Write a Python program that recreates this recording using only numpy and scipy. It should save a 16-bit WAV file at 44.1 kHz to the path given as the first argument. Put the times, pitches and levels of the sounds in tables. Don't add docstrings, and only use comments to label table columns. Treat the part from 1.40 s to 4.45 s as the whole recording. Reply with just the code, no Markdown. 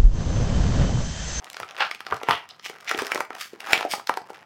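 import sys
import numpy as np
from scipy import signal
from scipy.fft import rfft, irfft, next_fast_len
from scipy.io import wavfile
from scipy.ndimage import map_coordinates

SR = 44100
rng = np.random.default_rng(int(sys.argv[2]) if len(sys.argv) > 2 else 0)


def persist_wave(psi):
    counts = np.round(np.clip(psi, -1, 1) * 32767).astype(np.int16)
    wavfile.write(sys.argv[1], SR, np.atleast_2d(counts).T)


N = 134505

# time_s, level_db
CRACKLE_ENVELOPE = [(0, -45.5), (.15, -47.5), (.38, -35), (.52, -52), (0.629, -62), (0.709, -33.5),
                    (.85, -52), (1.05, -50), (1.21, -59), (1.3, -43.5), (1.42, -47), (1.54, -35.5),
                    (1.82, -36.5), (1.88, -73), (1.943, -34), (2.07, -60), (2.18, -46), (2.29, -29.5),
                    (2.42, -33), (2.58, -71), (2.919, -45.5), (3.05, -47)]
# frequency_hz, level_db
AIR_SPECTRUM = [(50, -42), (90, 16), (200, 10.5), (1000, -4), (4000, -35), (15000, -62)]
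# frequency_hz, level_db
SHELL_MODES = [(440, -9), (698, 1.5), (785, 5.5), (857, 1), (1010, -9.5), (1222, 5), (1324, 6), (1946, 3.5),
               (2288, 4), (2805, 2), (3111, 0.5)]
# frequency_hz, t60_s
ROOM_DECAY = [(400, 0.2), (1000, 0.36), (3000, 0.22), (15000, 0.15)]
# frequency_hz, level_db
ROOM_SPECTRUM = [(100, -3.5), (400, 3.5), (1000, -6), (3000, 0), (7000, 4), (15000, -1.5)]
# start_s, level_db
CREASE_TICKS = [(0.044, -43), (0.1, -40), (0.131, -44), (0.743, -45.5), (0.766, -47), (1.09, -47.5),
                (1.408, -50.5), (1.446, -51), (1.494, -36), (1.658, -46)]
# start_s, level_db, pitch_hz, high_edge_hz, tick_db
PANEL_SNAPS = [(0.1447, -33, 1410, 5350, -63), (0.1681, -28, 1400, 5360, -44.5),
               (0.2007, -26.5, 870, 1770, -38), (0.2312, -27, 1330, 3240, -53),
               (0.4059, -20.5, 3130, 3850, -44), (0.513, -22, 2160, 4860, -41),
               (0.5482, -32.5, 2430, 3120, -42.5), (0.6058, -28.5, 1310, 4200, -43.5),
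               (0.6665, -25.5, 1270, 4560, -48), (0.7239, -14.5, 1400, 1620, -62),
               (0.815, -30, 860, 1770, -63), (0.8333, -26, 490, 3140, -41.5), (0.887, -11, 1030, 1930, -37),
               (0.8939, -17.5, 965, 2750, -34), (0.9097, -13.5, 1180, 3980, -32.5),
               (1.1966, -40, 1170, 5060, -60), (1.2603, -27.5, 2250, 3900, -58),
               (1.298, -31, 423, 2580, -40.5), (1.5125, -16, 1410, 2030, -31.5),
               (1.519, -28, 750, 2580, -53), (1.5465, -21, 326, 2850, -53), (1.577, -28, 420, 3280, -35),
               (1.6205, -21, 437, 1470, -33), (1.6484, -32.5, 1460, 5970, -44),
               (1.6681, -28, 1680, 5900, -34.5), (1.7186, -15.5, 2150, 2420, -31),
               (1.7474, -23.5, 455, 8600, -33.5), (1.7578, -18, 465, 2080, -40),
               (1.7765, -25.5, 1050, 2980, -39), (1.8056, -16.5, 1020, 2240, -32.5),
               (1.9055, -27, 880, 2140, -50.5), (1.951, -41, 805, 2790, -42.5),
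               (2.011, -34, 1530, 6750, -34), (2.133, -32, 393, 545, -54), (2.2046, -31.5, 2630, 8300, -42),
               (2.3324, -5.5, 2560, 3350, -21.5), (2.345, -22.5, 1490, 3430, -38),
               (2.4091, -21, 940, 3440, -38), (2.4276, -24.5, 960, 3700, -48),
               (2.4505, -17.5, 633, 915, -45), (2.5368, -17, 756, 1800, -39),
               (2.597, -29.5, 960, 1980, -46), (2.6725, -27, 4350, 5460, -37.5),
               (2.6947, -11, 925, 2240, -35), (2.7727, -18.5, 930, 1590, -36.5),
               (2.9029, -30, 756, 760, -49)]
# peak_s, rise_s, fall_s, level_db, low_edge_hz, pitch_hz, high_edge_hz, tick_db
FOLD_CRUMPLES = [(0.408, 0.018, 0.066, -16.5, 840, 1060, 3500, -58),
                 (0.728, 0.015, 0.014, -19.5, 575, 1190, 1410, -68),
                 (0.908, 0.037, 0.078, -22.5, 606, 1200, 1930, -43),
                 (0.926, 0.066, 0.08, -28, 2490, 2750, 2900, -56),
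                 (1.106, 0.015, 0.015, -38.5, 3170, 3970, 4430, -65),
                 (1.254, 0.025, 0.053, -33.5, 1060, 2400, 5600, -40.5),
                 (1.487, 0.019, 0.051, -23, 1160, 1950, 4900, -45),
                 (1.588, 0.0081, 0.039, -21.5, 795, 1380, 2870, -33.5),
                 (1.735, 0.02, 0.1, -41, 347, 1010, 2400, -61),
                 (2.011, 0.036, 0.076, -35.5, 1280, 1590, 5700, -37),
                 (2.33, 0.066, 0.036, -23.5, 470, 1260, 2540, -34),
                 (2.353, 0.0072, 0.1, -28, 890, 2280, 3430, -42.5),
                 (2.517, 0.024, 0.063, -33.5, 1300, 3050, 6100, -29)]
# start_s, level_db
HAND_BUMPS = [(0.208, -46), (0.719, -37.5), (0.886, -30), (1.576, -41.5), (2.698, -52)]
# frequency_hz, gain_db
MIC_RESPONSE = [(30, -23), (65, -6), (200, 3.5), (450, 2), (850, 1), (2900, 1.5), (4000, -0.5), (5200, 2.5),
                (7500, -4), (15000, -5.5)]

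SLIPS_PER_S = 2200
SNAP_GAIN = np.sqrt(.003 * SR)


def amp(db):
    return 10 ** (np.asarray(db) / 20)


def unit(x):
    return x / np.sqrt(np.mean(x ** 2) + 1e-20)


def along(points, hz):
    freqs, values = np.transpose(points)
    return np.interp(np.log(hz + 1), np.log(freqs), values)


def filtered(x, response):
    size = next_fast_len(N + SR // 2)
    return irfft(rfft(x, size) * response(np.fft.rfftfreq(size, 1 / SR)), size)[:N]


def add(track, start_s, sound):
    start = int(np.clip(round(start_s * SR), 0, N))
    track[start:start + len(sound)] += sound[:N - start]


def swell(t, rise_s, fall_s):
    return amp(-20 * np.maximum(-t / rise_s, t / fall_s))


def slips(per_s, scatter_db=6):
    sizes = amp(scatter_db * rng.standard_normal(N).clip(-2, 2)) * rng.choice([-1, 1], N)
    return unit(sizes * (rng.random(N) < per_s / SR))


def crack(db, pitch_hz, high_hz, tick_db, edge_hz=0, size=2048):
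    hz = np.fft.rfftfreq(size, 1 / SR) + 1
    low_hz = max(edge_hz, 337 * (pitch_hz / 1000) ** .4)
    mode_axis = np.sqrt(hz / hz[-1]) * 44
    lesser_modes = amp(3.5 * map_coordinates(rng.standard_normal(48).clip(-1.5, 1.5), [mode_axis]))
    travel_s = .003015 * map_coordinates(rng.random(48), [mode_axis], order=1)
    delay_s = travel_s * hz / (hz + low_hz) / (1 + (hz / 7560) ** 2)
    q = 3.17 * np.sqrt(pitch_hz / 1000)
    resonance = 1 + (amp(10.5) - 1) / (1 + (q * (hz / pitch_hz - pitch_hz / hz)) ** 2)
    panel_band = ((1 + (low_hz / hz) ** 5.88) * (1 + (hz / high_hz) ** 8.07)) ** -.5
    tick_band = ((1 + (1940 / hz) ** 4) * (1 + (hz / 5800) ** 2)) ** -.5
    body = amp(db) * unit(lesser_modes * resonance * panel_band)
    tick = amp(tick_db + 5) * unit(lesser_modes * tick_band)
    cepstrum = irfft(np.log(np.hypot(body, tick) + 1e-6))
    cepstrum[1:size // 2] *= 2
    cepstrum[size // 2 + 1:] = 0
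    phase_lag = 2 * np.pi * np.cumsum(delay_s) * SR / size
    return irfft(np.exp(rfft(cepstrum) - 1j * phase_lag))


def crackle(creases_per_s=190):
    creases = np.zeros(N)
    draws = rng.standard_normal((1000, 3)).clip(-2, 2)
    times = np.cumsum(rng.gamma(2, .5, len(draws))) / creases_per_s
    for start_s, (size, octaves, sharpness) in zip(times[times < N / SR], draws * [1, .5, 1]):
        db, shift = 6.5 * min(size, 1), 2 ** octaves
        pulse = crack(db, pitch_hz=1286 * shift, high_hz=2690 * shift, tick_db=db - 16 + 3 * sharpness)
        add(creases, start_s, pulse)
    rub = signal.oaconvolve(slips(SLIPS_PER_S), crack(0, pitch_hz=773, high_hz=2090, tick_db=-31))[:N]
    envelope_db = np.interp(np.arange(N) / SR, *np.transpose(CRACKLE_ENVELOPE))
    return amp(envelope_db - 6) * (unit(creases) + amp(-10) * unit(rub))


def room_air():
    return amp(-69) * unit(filtered(rng.standard_normal(N), lambda hz: amp(along(AIR_SPECTRUM, hz))))


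def shell_ring(t60_s=.14):
    t = np.arange(SR // 3) / SR
    ring = np.zeros(len(t))
    for hz, db in SHELL_MODES:
        gain = amp(db + rng.normal(0, 1.2))
        bent_hz = hz * (1 + rng.normal(0, .016))
        ring += gain * np.sin(2 * np.pi * (bent_hz * t + rng.random()))
    ring *= amp(-60 * t / t60_s)
    return amp(-17) * ring / np.linalg.norm(ring)


def room_tail(build_s=.006):
    hz, t, spectra = signal.stft(rng.standard_normal(SR // 3), SR, nperseg=256)
    level_db = along(ROOM_SPECTRUM, hz)[:, None] - 60 * t / along(ROOM_DECAY, hz)[:, None]
    tail = signal.istft(spectra * amp(level_db), SR, nperseg=256)[1]
    tail *= 1 - np.exp(-(np.arange(len(tail)) / SR / build_s) ** 2)
    return amp(-10.5) * tail / np.linalg.norm(tail)


def ticks():
    out = np.zeros(N)
    for start_s, db in CREASE_TICKS:
        add(out, start_s, crack(db, pitch_hz=7500, high_hz=15000, tick_db=db))
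    return SNAP_GAIN * out


def snaps(lead_s=.0006):
    out, chatter = np.zeros(N), slips(SLIPS_PER_S)
    t = np.arange(SR // 10) / SR - .02
    burst = amp(-14.5) * swell(t, rise_s=.0082, fall_s=.011)
    for start_s, db, pitch_hz, high_hz, tick_db in PANEL_SNAPS:
        add(out, start_s - lead_s, SNAP_GAIN * crack(db, pitch_hz, high_hz, tick_db))
        impulses = burst * np.roll(chatter, -int(start_s * SR))[:len(t)]
        brighter_crack = crack(db, pitch_hz, high_hz, tick_db + 10)
        add(out, start_s + t[0], signal.fftconvolve(impulses, brighter_crack))
    return amp(-2) * out


def bumps(band_hz=(72, 150), attack_s=.0042, t60_s=.19):
    out, t = np.zeros(N), np.arange(SR // 2) / SR
    band = signal.butter(2, band_hz, "band", fs=SR, output="sos")
    envelope = amp(-60 * t / t60_s) * (1 - np.exp(-t / attack_s))
    for start_s, db in HAND_BUMPS:
        thud = unit(signal.sosfilt(band, rng.standard_normal(SR))[-len(t):])
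        add(out, start_s, amp(db) * envelope * thud)
    return out


def crumples(panels=3, spread_octaves=.32):
    out, t = np.zeros(N), np.arange(N) / SR
    for peak_s, rise_s, fall_s, db, low_hz, pitch_hz, high_hz, tick_db in FOLD_CRUMPLES:
        envelope = swell(t - peak_s, rise_s, fall_s)
        for shift in 2 ** np.linspace(-spread_octaves, spread_octaves, panels):
            impulses = envelope * slips(SLIPS_PER_S / panels)
            pulse = crack(db, pitch_hz * shift, high_hz, tick_db, edge_hz=low_hz)
            out += signal.oaconvolve(impulses, pulse)[:N]
    return amp(-2) * out / np.sqrt(panels)


def scene():
    cracks = snaps() + ticks() + crumples() + crackle()
    out = cracks + bumps() + room_air()
    for start in range(0, N, SR // 10):
        excitation = cracks[start:start + SR // 10]
        add(out, start / SR, signal.fftconvolve(excitation, shell_ring()))
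        add(out, start / SR, signal.fftconvolve(excitation, room_tail()))
    return out[None]


def record(dry, top_hz=15900):
    coloured = filtered(dry[0], lambda hz: amp(along(MIC_RESPONSE, hz)))
    return filtered(np.clip(coloured, -1, 1), lambda hz: hz < top_hz)[None]


dry = scene()
out = record(dry)
persist_wave(out)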